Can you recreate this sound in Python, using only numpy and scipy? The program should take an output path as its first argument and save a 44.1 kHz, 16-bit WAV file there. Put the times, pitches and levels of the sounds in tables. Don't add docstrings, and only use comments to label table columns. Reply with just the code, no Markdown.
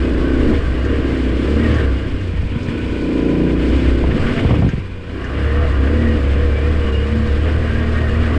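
import sys
import numpy as np
from scipy import signal
from scipy.fft import rfft, irfft, next_fast_len
from scipy.io import wavfile
from scipy.ndimage import uniform_filter1d, minimum_filter1d

SR = 44100
rng = np.random.default_rng(int(sys.argv[2]) if len(sys.argv) > 2 else 0)


def file_out(sig):
    cols = np.atleast_2d(sig).T
    lim = np.clip(cols, -1, 1)
    pcm = np.round(lim * 32767).astype(np.int16)
    wavfile.write(sys.argv[1], SR, pcm)


N = 369558
TIME = np.arange(N) / SR

SECOND_FIRING = 270 / 720
LOUDEST_SPEED = 34.6

# [dB, relative]
CRANKCASE_MODES = [(1010, 50, -8), (1135, 80, 3.5), (1245, 45, -1), (1410, 60, -2), (1585, 130, 3),
                   (1860, 70, 1), (2020, 70, -2), (2370, 120, -6), (2850, 110, -3)]


def from_db(db):
    return 10 ** (np.asarray(db) / 20)


def rms_one(x):
    return x / np.sqrt(np.mean(x ** 2) + 1e-20)


def control_curve(rows):
    times_s, values = np.transpose(rows)
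    return np.interp(TIME, times_s, values)


def swing(control):
    return control - control.mean()


def swell(centre_s, half_length_s):
    return np.exp(-((TIME - centre_s) / half_length_s) ** 2)


def drift(rate_hz):
    step = 40
    r = np.exp(-2 * np.pi * rate_hz * step / SR)
    chance = rng.standard_normal(N // step + 2002)
    slow = signal.lfilter([1], [1, -2 * r, r * r], chance)[2000:]
    return np.interp(np.arange(N) / step, np.arange(len(slow)), rms_one(slow))


def colour(x, spectrum):
    hz, db = np.transpose(spectrum)
    size = next_fast_len(N + SR // 2)
    bins = np.maximum(np.fft.rfftfreq(size, 1 / SR), 1)
    gain = from_db(np.interp(np.log(bins), np.log(hz), db))
    low_skirt = np.minimum(1, bins / hz[0]) ** 2
    high_skirt = np.minimum(1, hz[-1] / bins) ** 2
    return rms_one(irfft(rfft(x, size) * gain * low_skirt * high_skirt, size)[:N])


def cut(x, hz, kind, order=2):
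    return signal.sosfilt(signal.butter(order, hz, kind, fs=SR, output="sos"), x + 1e-18)


def resonate(x, modes):
    out = 0
    for k, (hz, width_hz, db) in enumerate(modes):
        r = np.exp(-np.pi * width_hz / SR)
        poles = [1, -2 * r * np.cos(2 * np.pi * hz / SR), r * r]
        gain = (-1) ** k * from_db(db) * (1 - r * r) / 2
        out = out + gain * signal.lfilter([1, 0, -1], poles, x + 1e-18)
    return out


def peak_one(modes):
    return 1 / np.abs(resonate(signal.unit_impulse(SR // 20), modes)).max()


def duct(x, trips_s, reflection):
    size = next_fast_len(N + SR // 2)
    spectrum = rfft(x, size)
    for trip_s in trips_s:
        delay = np.exp(-2j * np.pi * trip_s * np.fft.rfftfreq(size, 1 / SR))
        spectrum = spectrum * (delay - reflection) / (1 - reflection * delay)
    return irfft(spectrum, size)[:N]


def strokes(cycles, second_db, rough_db, jitter_s):
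    out = np.zeros(N)
    count = np.arange(int(cycles[-1]))
    for offset, db in ((0, 0), (SECOND_FIRING, second_db)):
        timing, strength = rng.standard_normal((2, len(count)))
        at = (np.interp(count + offset, cycles, TIME) + jitter_s * timing) * SR
        out[np.clip(at.astype(int), 0, N - 1)] = from_db(db + rough_db * strength)
    return out


def puffs(pulses, decay_s):
    envelope = signal.lfilter([1], [1, -np.exp(-1 / (decay_s * SR))], pulses + 1e-18)
    return envelope * rng.standard_normal(N)


def grains(per_s, spread_db):
    sizes = from_db(spread_db * np.minimum(rng.exponential(1, N), 5)) * rng.choice([-1, 1], N)
    return sizes * (rng.random(N) < per_s / SR)


def blows(times_s, levels_db):
    out = np.zeros(N)
    out[(np.asarray(times_s) * SR).astype(int)] = from_db(levels_db)
    return out


def engine(speed, load_db, intake_db, rattle_db):
    cycles = np.cumsum(speed * (1 + .003 * drift(14))) / SR
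    revs = swing(np.minimum(speed, LOUDEST_SPEED))
    pull_db = uniform_filter1d(swing(load_db), int(.25 * SR))
    silencer_db = -37.5 + .5 * pull_db + 1.67 * revs
    silencer_db = np.maximum(silencer_db, -41) + drift(12)
    exhaust = exhaust_throb(cycles, speed, load_db, intake_db) + silencer(cycles, silencer_db)
    intake = airbox(cycles, speed, intake_db) + whistle(cycles)
    return exhaust + intake + clatter(cycles, rattle_db) + gears(cycles, rattle_db - 11)


def exhaust_throb(cycles, speed, load_db, intake_db):
    # centre_s [s], order [multiple of the cycle rate], half_length_s [s], level_db [dB]
    boom_moments = [(0.497, 6, 0.016, -15.5), (1.306, 9, 0.059, -26), (1.632, 6, 0.075, -20),
                    (2.004, 9, 0.18, -34), (1.754, 3, 0.36, -34), (2.348, 3, 0.24, -22.5),
                    (2.675, 8, 0.21, -30), (3.437, 5, 0.17, -24.5), (3.466, 6, 0.18, -24.5),
                    (4.153, 6, 0.046, -27), (4.33, 5, 0.12, -23), (4.28, 8, 0.037, -26),
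                    (4.38, 14, 0.044, -31), (4.905, 16, 0.052, -46), (4.93, 3, 0.093, -37),
                    (5.17, 10, 0.073, -32), (5.2, 12, 0.091, -38), (5.24, 9, 0.064, -46),
                    (6.052, 6, 0.099, -20.5), (6.864, 6, 0.15, -33), (7.182, 6, 0.1, -22.5),
                    (7.8, 6, 0.26, -28), (8.245, 6, 0.14, -26.5)]
    first_db = -47.5 + .74 * swing(load_db)
    revs_db = 2.2 * swing(np.minimum(speed, LOUDEST_SPEED))
    third_db = -33 + revs_db - .17 * swing(intake_db) - .044 * swing(load_db)
    sixth_db = -38 + .11 * swing(intake_db)
    out = np.zeros(N)
    for order, db in ((1, first_db), (2, load_db), (3, third_db), (6, sixth_db)):
        out += from_db(db + .5 * drift(19)) * np.cos(2 * np.pi * order * cycles)
    for centre_s, order, half_length_s, db in boom_moments:
        out += from_db(db) * swell(centre_s, half_length_s) * np.cos(2 * np.pi * order * cycles)
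    return np.sqrt(2) * out


def silencer(cycles, level_db):
    # [dB, relative]
    silencer_modes = [(292, 8.7, -8), (420, 18, 0), (480.7, 24.6, 13.5), (659, 14, -6.5), (1050, 120, -17)]
    # [dB, relative to the silencer]
    overtone_levels = [(8, -7), (9, -8), (11, -9), (12, -11), (13, -5), (16, -17), (17, -16), (18, -17)]
    pulses = strokes(cycles, second_db=-1.5, rough_db=.9, jitter_s=.00005)
    gas = rms_one(pulses) + .1 * rms_one(puffs(pulses, decay_s=.008))
    ringing = cut(resonate(gas, silencer_modes), 353, "high", order=4)
    ringing = cut(ringing, 1400, "low", order=4)
    ringing = rms_one(duct(ringing, trips_s=[.0058], reflection=.63))
    overtones = np.zeros(N)
    for order, db in overtone_levels:
        phase = 2 * np.pi * order * cycles + drift(.5)
        overtones += from_db(db + .8 * drift(3)) * np.sin(phase)
    return from_db(level_db) * (ringing + np.sqrt(2) * overtones)


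def airbox(cycles, speed, level_db):
    # [dB, relative]
    airbox_modes = [(153, 17, -22), (262.8, 59.3, 7), (337, 114, 3), (458.7, 33, 0), (566, 69, -12.5),
                    (1012, 12, -13)]
    pulses = strokes(cycles, second_db=-10, rough_db=.8, jitter_s=.00005)
    turbulence = np.minimum(.24 * from_db(1.3 * swing(speed)), 1)
    air = rms_one(pulses) + turbulence * rms_one(puffs(pulses, decay_s=.069))
    air = air / np.hypot(1, turbulence)
    ringing = cut(resonate(air, airbox_modes), 158, "high", order=6)
    ringing = cut(ringing, 1400, "low", order=4)
    return from_db(level_db) * rms_one(duct(ringing, trips_s=[.0073, .0112], reflection=.54))


def whistle(cycles):
    # [dB, relative]
    throat_modes = [(994, 53, 2), (1484, 55, -2), (2432, 100, 2)]
    # time_s [s], level_db [dB]
    whistle_levels = [(2.3, -47), (2.6, -38.5), (3.55, -41), (3.9, -42), (5.0, -46.5)]
    gulps = strokes(cycles, second_db=-4, rough_db=1, jitter_s=0)
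    drawn_out = rms_one(duct(gulps, trips_s=[.0037, .0061], reflection=.6))
    air = .6 * rms_one(puffs(gulps, decay_s=.01)) + drawn_out
    singing = rms_one(cut(resonate(air, throat_modes), 3500, "low", order=4))
    return from_db(control_curve(whistle_levels)) * singing


def clatter(cycles, level_db):
    # [dB per Hz, relative]
    clatter_spectrum = [(350, -39), (620, 13), (760, 2), (930, -2.5), (1160, 5.5), (1330, 2.5), (1600, 3),
                        (1950, 2.5), (2250, -16), (3500, -25.5)]
    knocks = strokes(cycles, second_db=-1.5, rough_db=1.8, jitter_s=.0005)
    crank = 1 + .2 * np.cos(4 * np.pi * cycles)
    rattle = .54 * rms_one(puffs(knocks, decay_s=.006)) + crank * rng.standard_normal(N)
    taps = strokes(cycles, second_db=-1.5, rough_db=1, jitter_s=0)
    taps = duct(taps, trips_s=[.0013, .0031, .0052, .0083], reflection=.6)
    drive = rms_one(taps) + .3 * rms_one(puffs(knocks, decay_s=.008))
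    casing = np.zeros(N)
    for k, mode in enumerate(CRANKCASE_MODES):
        flutter = from_db(3.5 * drift(9.3))
        casing += (-1) ** k * flutter * resonate(drive, [mode])
    casing = rms_one(cut(casing, 4000, "low", order=4))
    mix = from_db(-5.5) * colour(rattle, clatter_spectrum) + from_db(-8) * casing
    return from_db(level_db + .5 * drift(9.6)) * mix


def gears(cycles, level_db):
    # [dB, relative]
    gear_tones = [(30, -5), (33.5, -5), (36, -3), (43, -3), (48.4, 3), (50, 1), (53, -3), (66, -1),
                  (76, -1), (80, -1), (89, 0)]
    # centre_s [s], multiple [of the cycle rate], half_length_s [s], level_db [dB]
    gear_flares = [(0.33, 47, 0.079, -34), (0.303, 35, .2, -41), (1.75, 29.4, 0.055, -36),
                   (1.673, 49, 0.15, -34.5), (2.95, 50, 0.25, -41), (3.1, 81, 0.41, -48),
                   (3.222, 34, 0.24, -43), (3.558, 33, .15, -45), (5.624, 31, 0.12, -36),
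                   (5.62, 35.5, .06, -34), (5.634, 18, 0.054, -31), (5.56, 50.4, 0.12, -39),
                   (6.06, 50, 0.072, -35), (6.3, 66.5, 0.19, -47), (6.417, 44, .1, -39.5),
                   (6.46, 50, 0.07, -41), (6.58, 66, .12, -37), (6.82, 78, .12, -51.5),
                   (6.97, 81, 0.16, -39), (7.65, 50.4, .08, -43), (7.76, 42, 0.17, -34.5),
                   (8.008, 48.3, 0.15, -33.5)]

    def tone(multiple):
        phase = 2 * np.pi * multiple * cycles + .9 * drift(20)
        return from_db(3 * drift(14)) * np.sin(phase)

    mesh = sum(from_db(db) * tone(multiple) for multiple, db in gear_tones)
    flares = np.zeros(N)
    for centre_s, multiple, half_length_s, db in gear_flares:
        flares += from_db(db) * swell(centre_s, half_length_s) * tone(multiple)
    rasp = 1 + .4 * np.cos(2 * np.pi * cycles)
    return from_db(level_db) * rms_one(resonate(mesh, CRANKCASE_MODES)) + rasp * flares


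def tyres(gravel_db):
    # [dB per Hz, relative]
    crunch_spectrum = [(700, -3.5), (1600, 2), (2300, 3.5), (2650, -2), (2850, 2.5), (3050, -1), (3400, -3),
                       (4200, -23.5), (6000, -33.5)]
    grit_spectrum = [(2500, 6.5), (3800, 6.5), (4950, 4.5), (5900, -5.5), (8200, -5), (9300, -11.5),
                     (10200, -18), (11000, -26.5), (15000, -52.5)]
    # centre_s [s], half_length_s [s], added_db [dB]
    gravel_sprays = [(0.558, 0.018, 4.5), (1.268, 0.017, -0.5), (4.114, .01, 7.5), (4.547, 0.28, 3),
                     (7.486, 0.034, 4)]
    crunch = colour(grains(8000 * from_db(2.6 * drift(15)), spread_db=0), crunch_spectrum)
    grit = colour(grains(12000 * from_db(1.9 * drift(29)), spread_db=1.5), grit_spectrum)
    crunch_db = -37 + swing(gravel_db)
    for centre_s, half_length_s, added_db in gravel_sprays:
        crunch_db = crunch_db + added_db * swell(centre_s, half_length_s)
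    return from_db(.61 * drift(30)) * (from_db(crunch_db) * crunch + from_db(gravel_db) * grit)


def bodywork(x):
    # delay_s [s], share [signed gain]
    close_echoes = [(.0023, .1), (.0041, -.12), (.0067, .12)]
    echoed = x + sum(share * np.interp(TIME - delay_s, TIME, x, left=0) for delay_s, share in close_echoes)
    return echoed * x.std() / echoed.std()


def stones():
    # [dB, strength of the blow]
    stone_hits = [(0.849, -33, -23.5), (1.74, -31, -31), (1.784, -36, -22), (2.2109, -38, -31),
                  (2.6313, -31, -40), (2.685, -48, -27), (3.2186, -42, -40), (4.2817, -45, -41),
                  (4.3196, -51, -44), (4.617, -51, -30), (4.69, -32, -21.5), (5.242, -31, -22)]
    # [dB, relative]
    guard_modes = [(3130, 500, 0), (4840, 470, 19.5), (6600, 970, 16), (8200, 900, -7)]
    panel_modes = [(1587, 22, 7), (1810, 88, 0.5)]
    start_s, tick_db, clank_db = np.transpose(stone_hits)
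    hits = blows(start_s, tick_db)
    skitter = .1 * hits + .09 * puffs(hits, decay_s=.012)
    tick = peak_one(guard_modes) * resonate(skitter, guard_modes)
    clanks = blows(start_s, clank_db)
    clanks = clanks + .039 * puffs(clanks, decay_s=.01)
    clank = peak_one(panel_modes) * resonate(clanks, panel_modes)
    return cut(tick, 9000, "low", order=4) + cut(clank, 3000, "low")


def jolts():
    # [Hz, knock low-pass]
    jolt_events = [(0.531, -12, -18, 2000), (2.336, -11, -45, 800), (2.43, -11, -46, 800),
                   (2.558, -7, -46, 800), (2.684, -7.5, -42, 800), (4.039, -10, -13, 1600),
                   (4.09, -9.5, -17, 1800), (4.123, -8, -24, 1500), (4.148, -5, -30, 900),
                   (4.195, -9, -25, 1500), (4.41, -15, -29, 900), (4.449, -1.5, -10, 2200),
                   (4.492, -9.5, -13, 1100), (4.506, -2.5, -14, 1300), (4.523, -5.5, -19, 800),
                   (4.532, -14, -18, 1200), (4.54, -18, -12, 2400), (4.561, -9, -17, 900),
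                   (4.588, -6, -24, 900), (4.6, -10, -28, 800), (4.622, -5.5, -15, 2000),
                   (4.632, -9, -18, 1200), (4.646, -3, -24, 1200), (4.663, -6, -24, 600),
                   (4.683, -7, -29, 600), (4.734, -5, -30, 600), (4.748, -23, -31, 700),
                   (4.779, -10, -38, 600)]
    # [dB, relative]
    mount_modes = [(43, 8.8, 4), (71.8, 14.6, 8), (124, 67, 5.5), (245, 53, -3), (345, 81, -11.5)]
    housing_modes = [(378, 330, 4), (727, 390, 4.5), (1160, 210, 1)]
    start_s, thud_db, _, _ = np.transpose(jolt_events)
    bumps = blows(start_s, thud_db)
    bumps = bumps + .012 * puffs(bumps, decay_s=.012)
    out = peak_one(mount_modes) * cut(resonate(bumps, mount_modes), 346, "low")
    size = SR // 10
    for at_s, _, knock_db, top_hz in jolt_events:
        rattle = np.exp(-TIME[:size] / .007) * rng.standard_normal(size)
        contact = signal.unit_impulse(size) + .09 * rattle
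        knock = cut(resonate(contact, housing_modes), top_hz, "low", order=3)
        start = int(at_s * SR)
        out[start:start + size] += from_db(knock_db) * knock / np.abs(knock).max()
    return out


def wind(gravel_db, rumble_db):
    # [dB per Hz, relative]
    rumble_spectrum = [(12, 6.5), (25, 0), (40, 1), (60, 1), (100, -5), (250, -48)]
    buffet_spectrum = [(30, -27.5), (60, -9), (110, -4), (200, -10), (350, -10.5), (550, -21.5), (800, -36),
                       (1500, -50)]
    gusts_db = 1.5 * drift(3.3)
    rumble = from_db(rumble_db + 2.5 + gusts_db) * colour(rng.standard_normal(N), rumble_spectrum)
    buffet_db = -26 + 1.14 * swing(gravel_db) + .28 * drift(29)
    return rumble + from_db(buffet_db) * colour(rng.standard_normal(N), buffet_spectrum)


def scene():
    speed = control_curve([(0.0, 31.3), (0.07, 31.0), (0.14, 28.8), (0.26, 32.8), (0.39, 31.2),
                           (0.47, 38.4), (0.49, 39.0), (0.54, 36.5), (0.59, 36.1), (0.64, 31.9),
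                           (0.66, 31.1), (0.79, 31.0), (0.87, 35.0), (0.92, 35.7), (0.97, 35.0),
                           (1.01, 31.5), (1.11, 33.4), (1.15, 31.6), (1.22, 32.2), (1.31, 29.8),
                           (1.39, 31.2), (1.47, 35.6), (1.53, 34.8), (1.62, 39.2), (1.72, 36.6),
                           (1.78, 38.5), (1.82, 35.3), (1.93, 31.4), (2.0, 33.0), (2.11, 30.9),
                           (2.23, 32.0), (2.27, 29.2), (2.37, 28.0), (2.48, 28.1), (2.64, 30.7),
                           (2.73, 28.9), (2.87, 30.5), (3.21, 28.6), (3.5, 30.7), (3.62, 29.3),
                           (3.76, 32.1), (3.9, 32.2), (4.02, 30.6), (4.14, 35.2), (4.22, 43.5),
                           (4.32, 48.8), (4.42, 47.6), (4.52, 39.0), (4.7, 30.3), (4.82, 32.3), (4.9, 31.2),
                           (5.02, 28.9), (5.11, 31.0), (5.2, 32.4), (5.28, 30.7), (5.3, 31.3), (5.35, 35.2),
                           (5.41, 34.5), (5.64, 37.9), (5.69, 33.9), (5.75, 33.0), (5.87, 34.7),
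                           (5.91, 37.3), (6.04, 39.2), (6.09, 37.6), (6.14, 38.4), (6.19, 34.6),
                           (6.35, 34.5), (6.41, 37.6), (6.55, 34.6), (6.73, 38.5), (6.84, 36.0),
                           (6.98, 34.9), (7.18, 37.6), (7.35, 36.1), (7.48, 39.6), (7.54, 37.5),
                           (7.6, 40.3), (7.71, 37.5), (7.77, 38.7), (8.04, 38.7), (8.1, 36.1), (8.19, 39.9),
                           (8.28, 38.2), (8.38, 40.1)])
    load_db = control_curve([(0.0, -16.5), (1.1, -20.5), (1.94, -15.5), (2.24, -42.5), (2.38, -23.5),
                             (2.72, -37.5), (2.92, -21.5), (3.02, -31), (3.86, -14.5), (4.15, -18.5),
                             (4.3, -29.5), (4.6, -30), (4.8, -40), (4.961, -39.5), (5.279, -26),
                             (5.45, -15.5), (6.6, -15), (7.27, -18.5), (7.45, -15), (7.68, -19),
                             (8.38, -15)])
    intake_db = control_curve([(0.0, -19), (0.52, -16), (0.6, -32.5), (0.88, -20.5), (1.66, -21),
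                               (1.86, -26), (2.358, -34.5), (3.281, -15), (4.05, -20.5), (4.251, -27.5),
                               (4.68, -22), (4.72, -50.5), (4.96, -50), (5.14, -30), (5.76, -32),
                               (5.859, -22), (7.24, -41), (7.4, -28.5), (7.941, -40.5), (8.38, -25)])
    rattle_db = control_curve([(0.0, -31.5), (1.06, -30.5), (1.36, -35), (1.78, -26), (1.92, -32.5),
                               (2.34, -41.5), (2.86, -40.5), (4.159, -33), (4.24, -26.5), (4.7, -47),
                               (4.76, -45.5), (5.08, -40.5), (5.22, -31), (5.56, -27), (6.3, -31),
                               (6.72, -29.5), (7.0, -32.5), (8.38, -26.5)])
    gravel_db = control_curve([(0.0, -43), (0.16, -46), (0.49, -42.5), (0.65, -46), (1.8, -41.5),
                               (1.87, -46.5), (2.47, -49), (2.71, -45.5), (3.55, -46), (3.76, -41.5),
                               (4.04, -45.5), (4.34, -40.5), (4.95, -54), (5.41, -46), (8.38, -44.5)])
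    rumble_db = control_curve([(0.0, -24), (0.56, -23.5), (0.8, -30), (1.8, -28), (2.62, -28.5),
                               (3.28, -33.5), (3.96, -21), (4.82, -32), (5.1, -36), (5.6, -27), (7.24, -26),
                               (8.38, -27)])
    road = bodywork(tyres(gravel_db)) + stones() + jolts()
    mix = engine(speed, load_db, intake_db, rattle_db) + road + wind(gravel_db, rumble_db)
    return mix[None]


def record(dry):
    ceiling, size = .67, SR // 150
    gain = np.minimum(1, ceiling / (np.abs(dry) + 1e-9))
    gain = minimum_filter1d(gain, 2 * size)
    gain = uniform_filter1d(uniform_filter1d(gain, size), size)
    ends = np.minimum(1, np.minimum(TIME, TIME[::-1]) / .003)
    top_cut = signal.cheby2(12, 70, 15700, fs=SR, output="sos")
    return signal.sosfilt(top_cut, dry * gain * ends)


dry = scene()
out = record(dry)
file_out(out)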